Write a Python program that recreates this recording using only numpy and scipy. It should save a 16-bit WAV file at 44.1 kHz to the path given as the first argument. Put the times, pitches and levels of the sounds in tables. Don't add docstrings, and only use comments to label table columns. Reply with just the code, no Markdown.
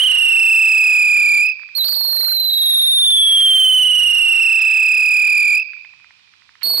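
import sys
import numpy as np
from scipy import signal
from scipy.fft import rfft, irfft, next_fast_len
from scipy.io import wavfile
from scipy.ndimage import uniform_filter1d

SR = 44100
rng = np.random.default_rng(int(sys.argv[2]) if len(sys.argv) > 2 else 0)


def put_to_file(sound):
    columns = np.atleast_2d(sound).T
    safe = np.clip(columns, -1, 1)
    whole_steps = np.round(safe * 32767)
    wavfile.write(sys.argv[1], SR, whole_steps.astype(np.int16))


def to_linear_factor(level_db):
    exponent = np.asarray(level_db, float) / 20
    return 10 ** exponent


N = 299880
TIME = np.arange(N) / SR

# (frequency [Hz], gain [dB])
CONVERTER_FILTER = [(1500, 0), (2500, 0), (3100, 0.5), (4300, -5), (6500, -5.5), (9500, -2.5), (13000, -1),
                    (15900, -6.5), (16300, -69)]


def reading(points, hz):
    f, db = np.transpose(points)
    return np.interp(np.log(np.maximum(hz, 1)), np.log(f), db)


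def colour(x, points):
    size = next_fast_len(x.shape[-1] + 4096)
    gain = to_linear_factor(reading(points, np.fft.rfftfreq(size, 1 / SR)))
    return irfft(rfft(x, size) * gain, size)[..., :x.shape[-1]]


def unit(x):
    return x / np.sqrt(np.mean(x ** 2))


def walk(rate):
    hold = int(SR / rate)
    levels = np.repeat(rng.standard_normal(N // hold + 1), hold)
    levels = uniform_filter1d(uniform_filter1d(levels, hold), hold)
    return unit(levels[:N])


def spinner():
    # (pitch [Hz], level [dB])
    wall_level = [(2400, -33.5), (2900, -30.5), (3250, -23.5), (3550, -23.5), (3800, -24.5), (4200, -27.5),
                  (4340, -34), (4450, -32)]
    # (delay [ms], level [dB])
    reflections = [
        (9.9, -3.5),
        (27, -12),
        (46, -10.5),
    ]
    # (pitch [Hz], gain [dB])
    body_shade = [(2400, -3.5), (2600, -4.5), (2850, -1), (3100, 0), (3500, -1.5), (4100, 1.3), (4200, 8.5),
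                  (4400, 7.5)]
    hz, turns, swing, lead, lawn_db, loud, thrown, blowing, shaky = burns()
    angle = 2 * np.pi * turns
    direct = uniform_filter1d(loud * to_linear_factor(lawn_db), size=200)
    echo = uniform_filter1d(thrown * to_linear_factor(reading(wall_level, hz)), size=200)
    clear_db, beam_per_loss = -13.5, 0.24
    beam_db = 1.15 + beam_per_loss * (clear_db - lawn_db)
    beam = to_linear_factor(1.25 * beam_db * np.sin(angle))
    tone = whistle(hz, angle, swing, shaky, loud)
    sound, sent = tone * direct * beam, tone * echo / beam
    for ms, db in reflections:
        lag = int(ms * SR / 1000)
        sound = sound + to_linear_factor(db) * np.concatenate([np.zeros(lag), sent[:-lag]])
    hiss = jet(hz, blowing) * beam * to_linear_factor(0.82 * walk(90))
    hiss = hiss * to_linear_factor(np.array([[-12.], [0.]]))
    right = sound * to_linear_factor(reading(body_shade, hz)) * np.exp(1j * lead)
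    return np.array([sound.real, right.real]) + hiss, sent.real


def whistle(hz, angle, swing, shaky, loud):
    # (pitch [Hz], level [dB])
    octave_level = [(2420, -18), (2750, -22), (2880, -24), (3070, -34), (3400, -27), (4000, -36),
                    (4400, -24.5)]
    # (multiple of the pitch [-], level [dB])
    overtones = [
        (3, -39),
        (4, -59.5),
        (5, -67.5),
    ]
    wobble = shaky * (hz / 3000) ** 2 * (.0015 * walk(100) + .002 * walk(300))
    phase = 2 * np.pi * np.cumsum(hz * (1 + swing * np.cos(angle) + wobble)) / SR
    swell_db, peak_rad = 7, 2.35
    flare = to_linear_factor(2.5 * walk(80) + swell_db * np.cos(angle - peak_rad))
    tone = np.exp(1j * phase) + to_linear_factor(reading(octave_level, hz)) * flare * np.exp(2j * phase)
    for multiple, db in overtones:
        tone = tone + loud * to_linear_factor(db + 3 * walk(120)) * np.exp(1j * multiple * phase)
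    return tone * np.sqrt(2) * to_linear_factor(0.72 * walk(200) - reading(CONVERTER_FILTER, hz))


def jet(hz, blowing):
    # (frequency [Hz], level [dB])
    jet_spectrum = [(200, -30), (500, -14), (1000, -3), (2000, 0), (4000, -6), (6000, -24), (12000, -44)]
    # (pitch [Hz], level [dB])
    jet_level = [(2400, -41.5), (2750, -37.5), (2950, -36), (3250, -29.5), (3700, -35), (4050, -47.5),
                 (4400, -44.5)]
    # (start [s], end [s], final level [dB])
    fizzes = [
        (1.715, 1.801, -52),
        (6.611, 6.653, -36),
    ]
    gain = uniform_filter1d(blowing * to_linear_factor(reading(jet_level, hz)), size=200)
    for start, end, db in fizzes:
        rise_db = np.interp(TIME, [start, end, end + .01], [db - 12, db, -120], left=-120)
        gain = gain + to_linear_factor(rise_db)
    return unit(colour(rng.standard_normal((2, N)), jet_spectrum)) * gain


def burns():
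    # (time [s], pitch [Hz])
    pitches = [
        [(-.1, 3029), (.06, 3040), (.125, 2865), (.375, 2692), (.625, 2626), (1., 2485), (1.375, 2385),
         (1.529, 2360)],
        [(1.75, 4370), (1.92, 4450), (2., 4335), (2.33, 4175), (2.7, 3765), (2.95, 3672), (3.375, 3250),
         (4.625, 2618), (5.634, 2385)],
        [(6.631, 4415), (7.2, 4290)],
    ]
    # (time [s], rate [turns/s])
    spins = [
        [(0, 24.75), (.25, 28.84), (.875, 32.91), (1.375, 34.85), (1.5, 31.83)],
        [(1.875, 26.5), (2.25, 24.85), (2.78, 23.), (2.95, 20.5), (3.25, 20.42), (3.75, 22.12), (4.5, 31.02),
         (5.6, 41.18)],
        [(6.66, 26), (6.8, 26)],
    ]
    first_turns = [.34, 4.75, .93]
    # (pitch [Hz], level [dB])
    lawn_bounces = [
        [(2400, -14), (2640, -12.5), (2850, -18), (3040, -16)],
        [(2400, -15.5), (2680, -15), (2850, -17), (3050, -13), (3200, -11.5), (3600, -10), (3850, -16.5),
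         (4350, -27.5)],
        [(4300, -18), (4420, -23)],
    ]
    # (jet [dB], echo [dB], extra right lead [rad], burn-out [s], pitch unsteadiness [dB])
    burn_settings = [
        (2, 1.1, 0.16, 0.14, -0.02),
        (-0.17, -0.3, -0.0078, 0.094, -2),
        (5.5, 11, -1.6, .1, 5.5),
    ]
    # (pitch [Hz], lead [rad])
    port_lead = [(2400, .55), (2600, 0.56), (2780, 1.11), (3020, .35), (3300, 1.3), (3700, 2.4),
                 (3970, 1.69), (4350, 2.24)]
    # (time [s], radius [m])
    circle = [(.07, 0.095), (.16, 0.057), (1.5, 0.051), (1.92, 0.055), (2.4, .044), (2.8, 0.069),
              (3.1, .05), (4.6, .06), (6.7, 0.037)]
    attack_s, dying_db, dying_power, jet_dying_db = 0.0081, -13, 1.88, -19.5
    flick_share, flick_done = .075, .65
    stumble_s, stumble_width_s, stumble_share = 1.817, .026, .115
    radius = np.interp(TIME, *np.transpose(circle))
    out = np.zeros((9, N))
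    for pitch, spin, first_turn, lawn, settings in zip(
            pitches, spins, first_turns, lawn_bounces, burn_settings):
        jet_db, echo_db, extra_lead, fade_s, shaky_db = settings
        s, tube_hz = np.transpose(pitch)
        dying = np.clip(1 - (s[-1] - TIME) / fade_s, 0, 1)
        choke = stumble_share * np.exp(-((TIME - stumble_s) / stumble_width_s) ** 2)
        flick = flick_share * np.minimum(dying / flick_done, 1)
        hz = (1 + flick - choke) / np.interp(TIME, s, 1 / tube_hz)
        rate = np.interp(TIME, *np.transpose(spin))
        turns = np.cumsum(rate) / SR
        turns = turns - turns[int(spin[0][0] * SR)] + first_turn
        swing = 2 * np.pi * radius * rate / 343 * (1 - choke / stumble_share)
        lit = (1 - np.exp(-np.maximum(TIME - s[0], 0) / attack_s)) * (TIME < s[-1])
        loud = lit * to_linear_factor(dying_db * dying ** dying_power)
        blowing = lit ** 2 * to_linear_factor(jet_db + jet_dying_db * dying)
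        lead = extra_lead + reading(port_lead, hz)
        shaky = to_linear_factor(shaky_db + 0 * TIME)
        rows = [hz, turns, swing, lead, reading(lawn, hz), loud, loud * to_linear_factor(echo_db), blowing, shaky]
        out = np.where(TIME >= s[0], rows, out)
    return out


def stars():
    # (time [s], peak level [dB])
    bursts = [(0.0, -23), (0.171, -31), (0.226, -30), (0.695, -28.5), (1.165, -31), (1.595, -44),
              (1.617, -50), (1.633, -42), (1.689, -38.5), (5.69, -53), (5.734, -40), (5.766, -47),
              (5.785, -42), (5.848, -35.5), (5.936, -43), (5.999, -46.5), (6.044, -43), (6.107, -42.5),
              (6.194, -46.5), (6.275, -53), (6.337, -47), (6.394, -76.5), (6.42, -51), (6.464, -61),
              (6.492, -45), (6.554, -46), (6.591, -63), (6.62, -29)]
    # (frequency [Hz], level [dB])
    crack_spectrum = [(500, -30), (900, -7), (1400, -2), (2100, 0), (2600, -12), (4000, -20), (6000, -45)]
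    # (middle [s], reach [s], level [dB])
    swarms = [
        (0.799, 0.77, -46),
        (4.5, 0.89, -42),
    ]
    stragglers_db = -89.5
    age = np.arange(400) / SR
    kicks = np.zeros(N)
    cracks = rng.standard_normal((len(bursts), 400)) * np.exp(-age / 0.0017)
    for (s, db), crack in zip(bursts, cracks):
        start = int((s + 0.00047) * SR)
        kicks[start:start + 400] += to_linear_factor(db + 14.5) * crack
    small = (rng.random(N) < 70 / SR) * to_linear_factor(2.3 * rng.exponential(size=N))
    small = signal.fftconvolve(small, np.exp(-age / 0.0016))[:N] * rng.standard_normal(N)
    busy = to_linear_factor(stragglers_db)
    for middle, reach, db in swarms:
        busy = busy + to_linear_factor(db - 10 * np.abs((TIME - middle) / reach) ** 3)
    return colour(kicks + unit(small) * busy, crack_spectrum)


def walls(x):
    level_db, t60_s, far_db, far_t60_s = -6, 0.78, -15.5, 2.1
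    t = np.arange(2 * SR) / SR
    decay = to_linear_factor(-60 * t / t60_s) + to_linear_factor(far_db - 60 * t / far_t60_s)
    tail = rng.standard_normal((2, 2 * SR)) * decay
    tail = tail * to_linear_factor(2 * walk(23.1)[:2 * SR]) * (t > .05)
    tail = tail / np.sqrt(np.sum(tail[0] ** 2))
    return signal.fftconvolve(x[None], tail, axes=1)[:, :N] * to_linear_factor(level_db)


def night():
    # (frequency [Hz], level per Hz [dB])
    town_spectrum = [(35, 10), (62, 18), (110, 21), (200, 8), (400, 0), (630, -6), (1000, 5), (1600, 0),
                     (2100, 2), (3200, 1), (4200, 3), (5300, 0), (6300, -9), (12000, -28)]
    mid, side = colour(rng.standard_normal((2, N)), town_spectrum)
    side = colour(side, [(250, 4.5), (1000, 2.5)])
    return unit(np.array([mid + side, mid - side])) * to_linear_factor(-57 + 0.59 * walk(0.33))


def overload(x):
    ceiling = np.where(x > 0, 0.42, 0.37)
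    knee = 43
    return x / (1 + (np.abs(x) / ceiling) ** knee) ** (1 / knee)


def scene():
    direct, sent = spinner()
    pops = stars()
    returns = colour(walls(sent + 0.32 * pops), [(3500, 2.0), (5000, 0.5), (7000, -14.0)])
    return direct + pops + returns + night()


def roll_off(x):
    return signal.sosfilt(signal.butter(12, 16990, fs=SR, output="sos"), x)


def record(dry):
    # (frequency [Hz], gain [dB])
    right_gain = [(700, 0), (1300, 4.5), (2400, 11), (3200, 12), (4400, 14.5), (8000, 12.5), (15000, 4)]
    # (frequency [Hz], gain [dB])
    bass_rolloff = [(25, -38.5), (60, -15), (150, -9.5), (400, -4.5), (700, -1)]
    ports = np.array([dry[0], colour(dry[1], right_gain)])
    fast = overload(signal.resample_poly(ports, 160, 147, axis=1))
    back = signal.resample_poly(fast, 147, 160, axis=1)[:, :N]
    mix = colour(colour(back, bass_rolloff), CONVERTER_FILTER)
    return roll_off(mix)


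dry = scene()
out = record(dry)
put_to_file(out)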